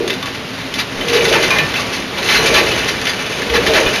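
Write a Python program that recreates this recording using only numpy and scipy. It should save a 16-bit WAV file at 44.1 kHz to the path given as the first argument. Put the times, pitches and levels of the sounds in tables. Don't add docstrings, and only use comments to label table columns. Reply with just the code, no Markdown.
import sys
import numpy as np
from scipy import signal
from scipy.fft import rfft, irfft
from scipy.io import wavfile
from scipy.ndimage import uniform_filter1d

SR = 44100
rng = np.random.default_rng(int(sys.argv[2]) if len(sys.argv) > 2 else 0)


def transcribe(u):
    v = np.clip(np.atleast_2d(u).T, -1, 1)
    q = np.round(v * 32767).astype(np.int16)
    wavfile.write(sys.argv[1], SR, q)


N = 176400
T = np.arange(N) / SR

# start_s, open_db, shut_db, shut_peak_delay_s, shut_tilt_db_per_octave
GATE_CYCLES = [(-0.28, -32, -16, 0.27, -17), (1.084, -10.5, -14.5, 0.26, -1), (2.28, -20.5, -14, .29, 3),
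               (3.48, -15, -12, 0.27, 6)]
# pitch_hz, width_hz, level_db
OPENING_RESONANCES = [(468.5, 11.4, -8.5), (447, 32, -5.5), (369, 20, -18)]
SHUTTING_RESONANCES = [(386, 37, 2), (464.5, 21, 1), (534.6, 54, 2.5), (601.6, 26, -4.5), (720, 61, -28),
                       (902, 20, -15.5)]
# start_s, length_s, level_db, tilt_db_per_octave
CHIP_POURS = [(0.254, 0.032, -22, -2), (0.34, 0.0082, -21.5, 0.5), (0.527, 0.023, -30.5, 4),
              (0.572, 0.036, -27, -0.5), (.748, .03, -24, 3), (0.78, 0.022, -12, 2), (0.795, .014, -22, -3),
              (0.952, 0.058, -31, -8), (1.125, 0.043, -10.5, 0.5), (1.272, 0.029, -18.5, 8),
              (1.325, 0.035, -8, -3), (1.419, 0.023, -11, 2), (1.513, 0.063, -17, -3),
              (1.749, 0.027, -17.5, 0), (1.781, 0.028, -17.5, 1.5), (1.924, 0.034, -19.5, 3),
              (2.177, 0.011, -15, -1), (2.234, 0.054, -17.5, 3), (2.286, 0.076, -9.5, 0.5),
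              (2.335, 0.035, -8.5, -0.5), (2.455, 0.015, -6.5, 2.5), (2.539, 0.046, -4, -.5),
              (2.656, 0.037, -18, 2), (2.771, 0.018, -15.5, 1), (2.874, .02, -14, 2.5),
              (3.063, 0.037, -16.5, 2.5), (3.182, 0.037, -23, 1), (3.294, 0.097, -25.5, 3),
              (3.534, 0.034, -9, -1.5), (3.659, 0.018, -10.5, 0.5), (3.737, 0.047, -7.5, -2),
              (3.857, .018, -17, -4), (3.923, 0.04, -17.5, 1)]
# start_s, level_db, tilt_db_per_octave, rise_ms
GATE_CLACKS = [(0.0778, -13, 3, .2), (0.0985, -12.5, -1, 0.18), (0.1036, -8, -2, .3), (.13, -17, 2, .5),
               (.138, -17, 4, .3), (0.227, -15, 1, .3), (0.258, -18, 3, 1), (0.737, -14.5, 5.5, 4.1),
               (1.009, -14.5, -1, 1.8), (1.0828, -13, 4, 2.4), (1.096, -14, 2, 3.3), (1.243, -12, 4, 2),
               (1.251, -8, 1, 2.3), (1.3245, -4.5, 2, 2), (1.5049, -3, -1, 0.32), (1.5837, -3.5, -2, 2.5),
               (1.594, -7, -4, 1.5), (1.7388, -12.5, -3.5, 3), (2.173, -16.5, -4, 3.3),
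               (2.2275, -12.5, 1.5, 2.6), (2.2865, -7, -1.5, 3), (2.5407, -5.5, 5, 1.5),
               (2.7168, -9.5, -3, 0.79), (2.8438, -17, 1, 1.7), (2.886, -10, 0, 1.7), (3.0131, -15.5, 3, 3),
               (3.054, -10, 2.5, .3), (3.069, -7, -2, 1), (3.1338, -15, -3, .5), (3.264, -17, -1, .3),
               (3.4181, -14.5, -2, 1.8), (3.4979, -11, -3, 3), (3.6637, -8, -1, 2.4), (3.735, -6.5, -3, 2),
               (3.8609, -9, -6.5, 3), (3.957, -14.5, 1, 4.6)]
# pitch_hz, level_db, fade_s (a fade is the time to drop by 60 dB)
HOPPER_NOTES = [(1043, -2, 0.23), (1142, -7.5, 0.52), (1513, -10, 0.35), (1800, -9, .38), (2218, -5, .25),
                (2427, 7.5, 0.23), (2923, -10, .25)]
# start_s, level_db
HOPPER_BLOWS = [(1.335, -22), (1.505, -13), (1.588, -20), (2.345, -32), (2.56, -14.5), (3.742, -22)]
# start_s, pitch_hz, level_db, fade_s
STEEL_PINGS = [(.0772, 3500, -15, .04), (0.2266, 1135, -24, 0.34), (1.252, 2020, -8, 0.086),
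               (1.283, 3480, -11, .08), (1.355, 915, -14, 0.17), (1.362, 1775, -12, 0.15),
               (1.59, 1785, -11.5, 0.32), (1.758, 2690, -15, .12), (1.757, 2556, -14, 0.17),
               (1.795, 1150, -14.5, 0.13), (2.288, 2045, -14, 0.13), (2.29, 4050, -11, 0.21),
               (2.366, 4120, -5.5, .17), (2.464, 2410, -8, 0.097), (2.543, 4010, -6, 0.092),
               (3.094, 4770, -13.5, 0.1), (3.094, 3461, -13, 0.081), (3.094, 6150, -24, .14),
               (3.864, 2450, -10, 0.11)]
FRAME_THUMPS = [(1.61, 154, -18, 0.42), (2.36, 48.3, -24, .4), (2.39, 153.7, -19.5, .25),
                (2.499, 58, -20, 0.45), (2.77, 62, -24.5, 0.63), (3.495, 64.4, -18.5, 0.65)]
# time_s, level_db
RATTLE_LEVELS = [(0, -34), (.2, -36), (.42, -37), (.9, -30.5), (1.07, -23.5), (1.17, -16), (1.47, -17),
                 (1.68, -26.5), (2.0, -23.5), (2.09, -32), (2.2, -28), (2.4, -13), (2.62, -17), (2.85, -20),
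                 (2.99, -24.5), (3.36, -23), (3.47, -25.5), (3.62, -23), (3.83, -15.5), (4, -21)]
ROAR_LEVELS = [(0, -25), (.4, -25.5), (.9, -25.5), (1.3, -17.5), (1.65, -19.5), (2.08, -24), (2.45, -17.5),
               (2.85, -20), (3.3, -24), (3.7, -17), (4, -21)]
# pitch_hz, width_hz, level_db
TRAY_RESONANCES = [(2460, 30, 0), (2940, 25, -3), (3240, 25, -5), (3590, 25, -4), (3885, 30, -3),
                   (4107, 20, -4), (4921, 20, -9), (6126, 20, -9)]
FRAME_RESONANCES = [(117.8, 14.6, -6.5), (212.5, 15.4, -4.5), (262.3, 17.6, -0.5)]
# pitch_hz, level_db
POUR_COLOUR = [(100, -42), (400, -10), (800, -3), (1300, -5), (1900, 1), (2450, 0.5), (3100, -3), (4000, 0),
               (5000, -7.5), (6300, -9), (7500, -17.5)]
KNOCK_COLOUR = [(100, -40), (400, 1), (1100, -4), (2100, 10), (2600, 9.5), (3600, 9.5), (4900, 1),
                (7500, -4)]
RATTLE_COLOUR = [(100, -18), (400, 8.5), (800, -2), (1300, -5), (1900, 0), (2450, 3.5), (3100, -1.5),
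                 (4000, -4), (5000, -8.5), (6300, -5), (7500, -13.5)]
ROAR_COLOUR = [(20, -19), (40, -13), (62, -5.5), (85, -8), (125, -3.5), (200, -2), (280, -6), (450, -3.5),
               (750, -7.5), (1200, -8.5), (2500, -8.5), (4000, -10.5), (7500, -20.5)]
TICK_PITCHES_HZ = np.linspace(400, 8000, 32)


def gate_motors():
    motor_hz, wobble_depth, tone_db = 468, 0.011, -6
    far_lead_s, far_db = 0.05, -29
    wobble = unit(uniform_filter1d(rng.standard_normal(N), size=600))
    pitch_hz = motor_hz * (1 + wobble_depth * wobble)
    tone = unit(np.sin(2 * np.pi * np.cumsum(pitch_hz) / SR))
    chatter = tiny_hits(N, per_s=1500, spread_db=1)
    opening = unit(resonate(chatter, OPENING_RESONANCES) + amp(tone_db) * tone)
    out = np.zeros(N)
    for start_s, open_db, shut_db, delay_s, tilt in GATE_CYCLES:
        tilted = [(hz, width, db + tilt * np.log2(hz / motor_hz))
                  for hz, width, db in SHUTTING_RESONANCES]
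        growl = resonate(chatter[::-1], tilted)
        out += amp(open_db) * swell(peak_s=start_s + 0.087, rise_s=0.033, fall_s=0.057) * opening
        out += amp(shut_db) * swell(peak_s=start_s + delay_s, rise_s=0.058, fall_s=0.068) * growl
        out += amp(far_db) * swell(peak_s=start_s - far_lead_s, rise_s=0.058, fall_s=0.057) * growl
    return out


def chip_pours():
    rise_s, fall_s = 0.009, 0.016
    out, t, n = np.zeros(N), T[:SR // 5], 2 * SR
    ticks = unit(chip_ticks(n, per_s=8000, fade_s=0.016))
    crackle = unit(tiny_hits(n, per_s=8000, spread_db=3.8))
    shower = ticks + crackle
    for start_s, length_s, db, tilt in CHIP_POURS:
        shape = np.minimum(t / rise_s, 1) * np.exp(-np.maximum(t - length_s, 0) / fall_s)
        batch = shower[rng.integers(n - len(t)):][:len(t)]
        add(out, start_s, amp(db) * shape * coloured(batch, POUR_COLOUR, tilt))
    return out


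def gate_clacks():
    crack_fall_s, tail_fall_s, tail_db = 0.0025, 0.029, -16.5
    clink_db, clink_fade_s = -5.5, 0.067
    out, t = np.zeros(N), T[:SR // 4]
    for start_s, db, tilt, rise_ms in GATE_CLACKS:
        rise_s = rise_ms / 1000
        since_peak = np.maximum(t - rise_s, 0)
        shape = np.exp(-since_peak / crack_fall_s) + amp(tail_db) * np.exp(-since_peak / tail_fall_s)
        crack = shape * coloured(rng.standard_normal(len(t)), KNOCK_COLOUR, tilt)
        notes = sum(np.sin(2 * np.pi * hz * t) for hz in rng.uniform(1005, 6500, size=10))
        clink = amp(clink_db - 60 * since_peak / clink_fade_s) * coloured(notes, KNOCK_COLOUR, tilt)
        add(out, start_s, amp(db) * np.minimum(t / rise_s, 1) * (crack + clink))
    return out


def ringing_steel():
    out = np.zeros(N)
    for start_s, db in HOPPER_BLOWS:
        add(out, start_s, amp(db) * sum(ring(*note) for note in HOPPER_NOTES))
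    for start_s, *note in STEEL_PINGS:
        add(out, start_s, ring(*note))
    for start_s, *note in FRAME_THUMPS:
        add(out, start_s, ring(*note, rise_s=0.013))
    return out


def tray_rattle():
    shake_hz, shake_depth, ring_db = 39.16, 0.17, -9
    shake = 1 + shake_depth * np.sin(2 * np.pi * shake_hz * T)
    ticks = chip_ticks(N, per_s=4500, fade_s=0.0084) * shake
    steel = amp(ring_db) * resonate(ticks, TRAY_RESONANCES)
    return level(RATTLE_LEVELS) * unit(coloured(ticks, RATTLE_COLOUR) + steel)


def hall_roar():
    roar = level(ROAR_LEVELS) * coloured(rng.standard_normal(N), ROAR_COLOUR)
    drone = amp(-32) * resonate(rng.standard_normal(N), FRAME_RESONANCES)
    return roar + drone


def steel_walls(x):
    fade_s, echo_db = 0.11, -4.5
    t = T[:SR // 2]
    tail = rng.standard_normal(len(t)) * amp(-60 * t / fade_s)
    echo = signal.fftconvolve(x, tail / np.linalg.norm(tail))[:N]
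    return (x + amp(echo_db) * echo) / np.hypot(1, amp(echo_db))


def chip_ticks(n, per_s, fade_s):
    out = np.zeros(n)
    for hz in TICK_PITCHES_HZ:
        hits = tiny_hits(n, per_s / len(TICK_PITCHES_HZ), spread_db=3)
        tick = ring(hz, 0, fade_s, rise_s=0.00021, length_s=fade_s)
        out += signal.oaconvolve(hits, tick)[:n]
    return out


def tiny_hits(n, per_s, spread_db):
    place, chance, sign = rng.random((round(per_s * n / SR), 3)).T
    size_db = spread_db * np.minimum(-np.log(1 - chance), 4)
    return np.bincount((place * n).astype(int), amp(size_db) * np.sign(sign - 0.5), n)


def ring(hz, db, fade_s, rise_s=0.0004, length_s=1):
    t = T[:round(length_s * SR)]
    shape = amp(db - 60 * t / fade_s) * (1 - np.exp(-t / rise_s))
    return shape * np.sin(2 * np.pi * (hz * t + rng.random()))


def resonate(x, resonances):
    all_hz = np.fft.rfftfreq(N, 1 / SR)
    gain = sum(amp(db) / np.sqrt(width) / (1 + 1j * (all_hz - hz) / width) ** 2
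               for hz, width, db in resonances)
    return unit(irfft(rfft(x) * gain, N))


def coloured(x, colour, tilt=0):
    octave = np.log2(np.fft.rfftfreq(len(x), 1 / SR) + 1)
    hz, db = np.transpose(colour)
    gain = amp(np.interp(octave, np.log2(hz), db) + tilt * octave)
    return unit(irfft(rfft(x) * gain * (octave < np.log2(8000)), len(x)))


def swell(peak_s, rise_s, fall_s):
    width_s = np.where(T < peak_s, rise_s, fall_s)
    return 1 / np.cosh(np.clip((T - peak_s) / width_s, -20, 20))


def amp(db):
    return 10 ** (np.asarray(db) / 20)


def unit(x):
    return x / np.sqrt(np.mean(x ** 2) + 1e-20)


def level(points):
    return amp(np.interp(T, *np.transpose(points)))


def add(mix, start_s, sound):
    part = mix[max(round(start_s * SR), 0):][:len(sound)]
    part += sound[:len(part)]


def scene():
    machinery = hall_roar() + gate_motors() + ringing_steel()
    clatter = tray_rattle() + chip_pours() + gate_clacks()
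    return (machinery + steel_walls(clatter))[None]


def record(dry):
    ceiling, hardness = 0.59, 3.8
    recorder_hz, input_cut_hz, output_cut_hz = 16000, 7315, 13900
    squashed = dry[0] / (1 + abs(dry[0] / ceiling) ** hardness) ** (1 / hardness)
    input_filter = signal.firwin(101, input_cut_hz, window=("kaiser", 6), fs=SR)
    dulled = signal.oaconvolve(squashed, input_filter, "same")
    stored = signal.resample(dulled, N * recorder_hz // SR)
    played = np.interp(T, np.arange(len(stored)) / recorder_hz, stored)
    output_filter = signal.firwin(301, output_cut_hz, window=("kaiser", 9), fs=SR)
    return signal.oaconvolve(played, output_filter, "same")[None]


dry = scene()
out = record(dry)
transcribe(out)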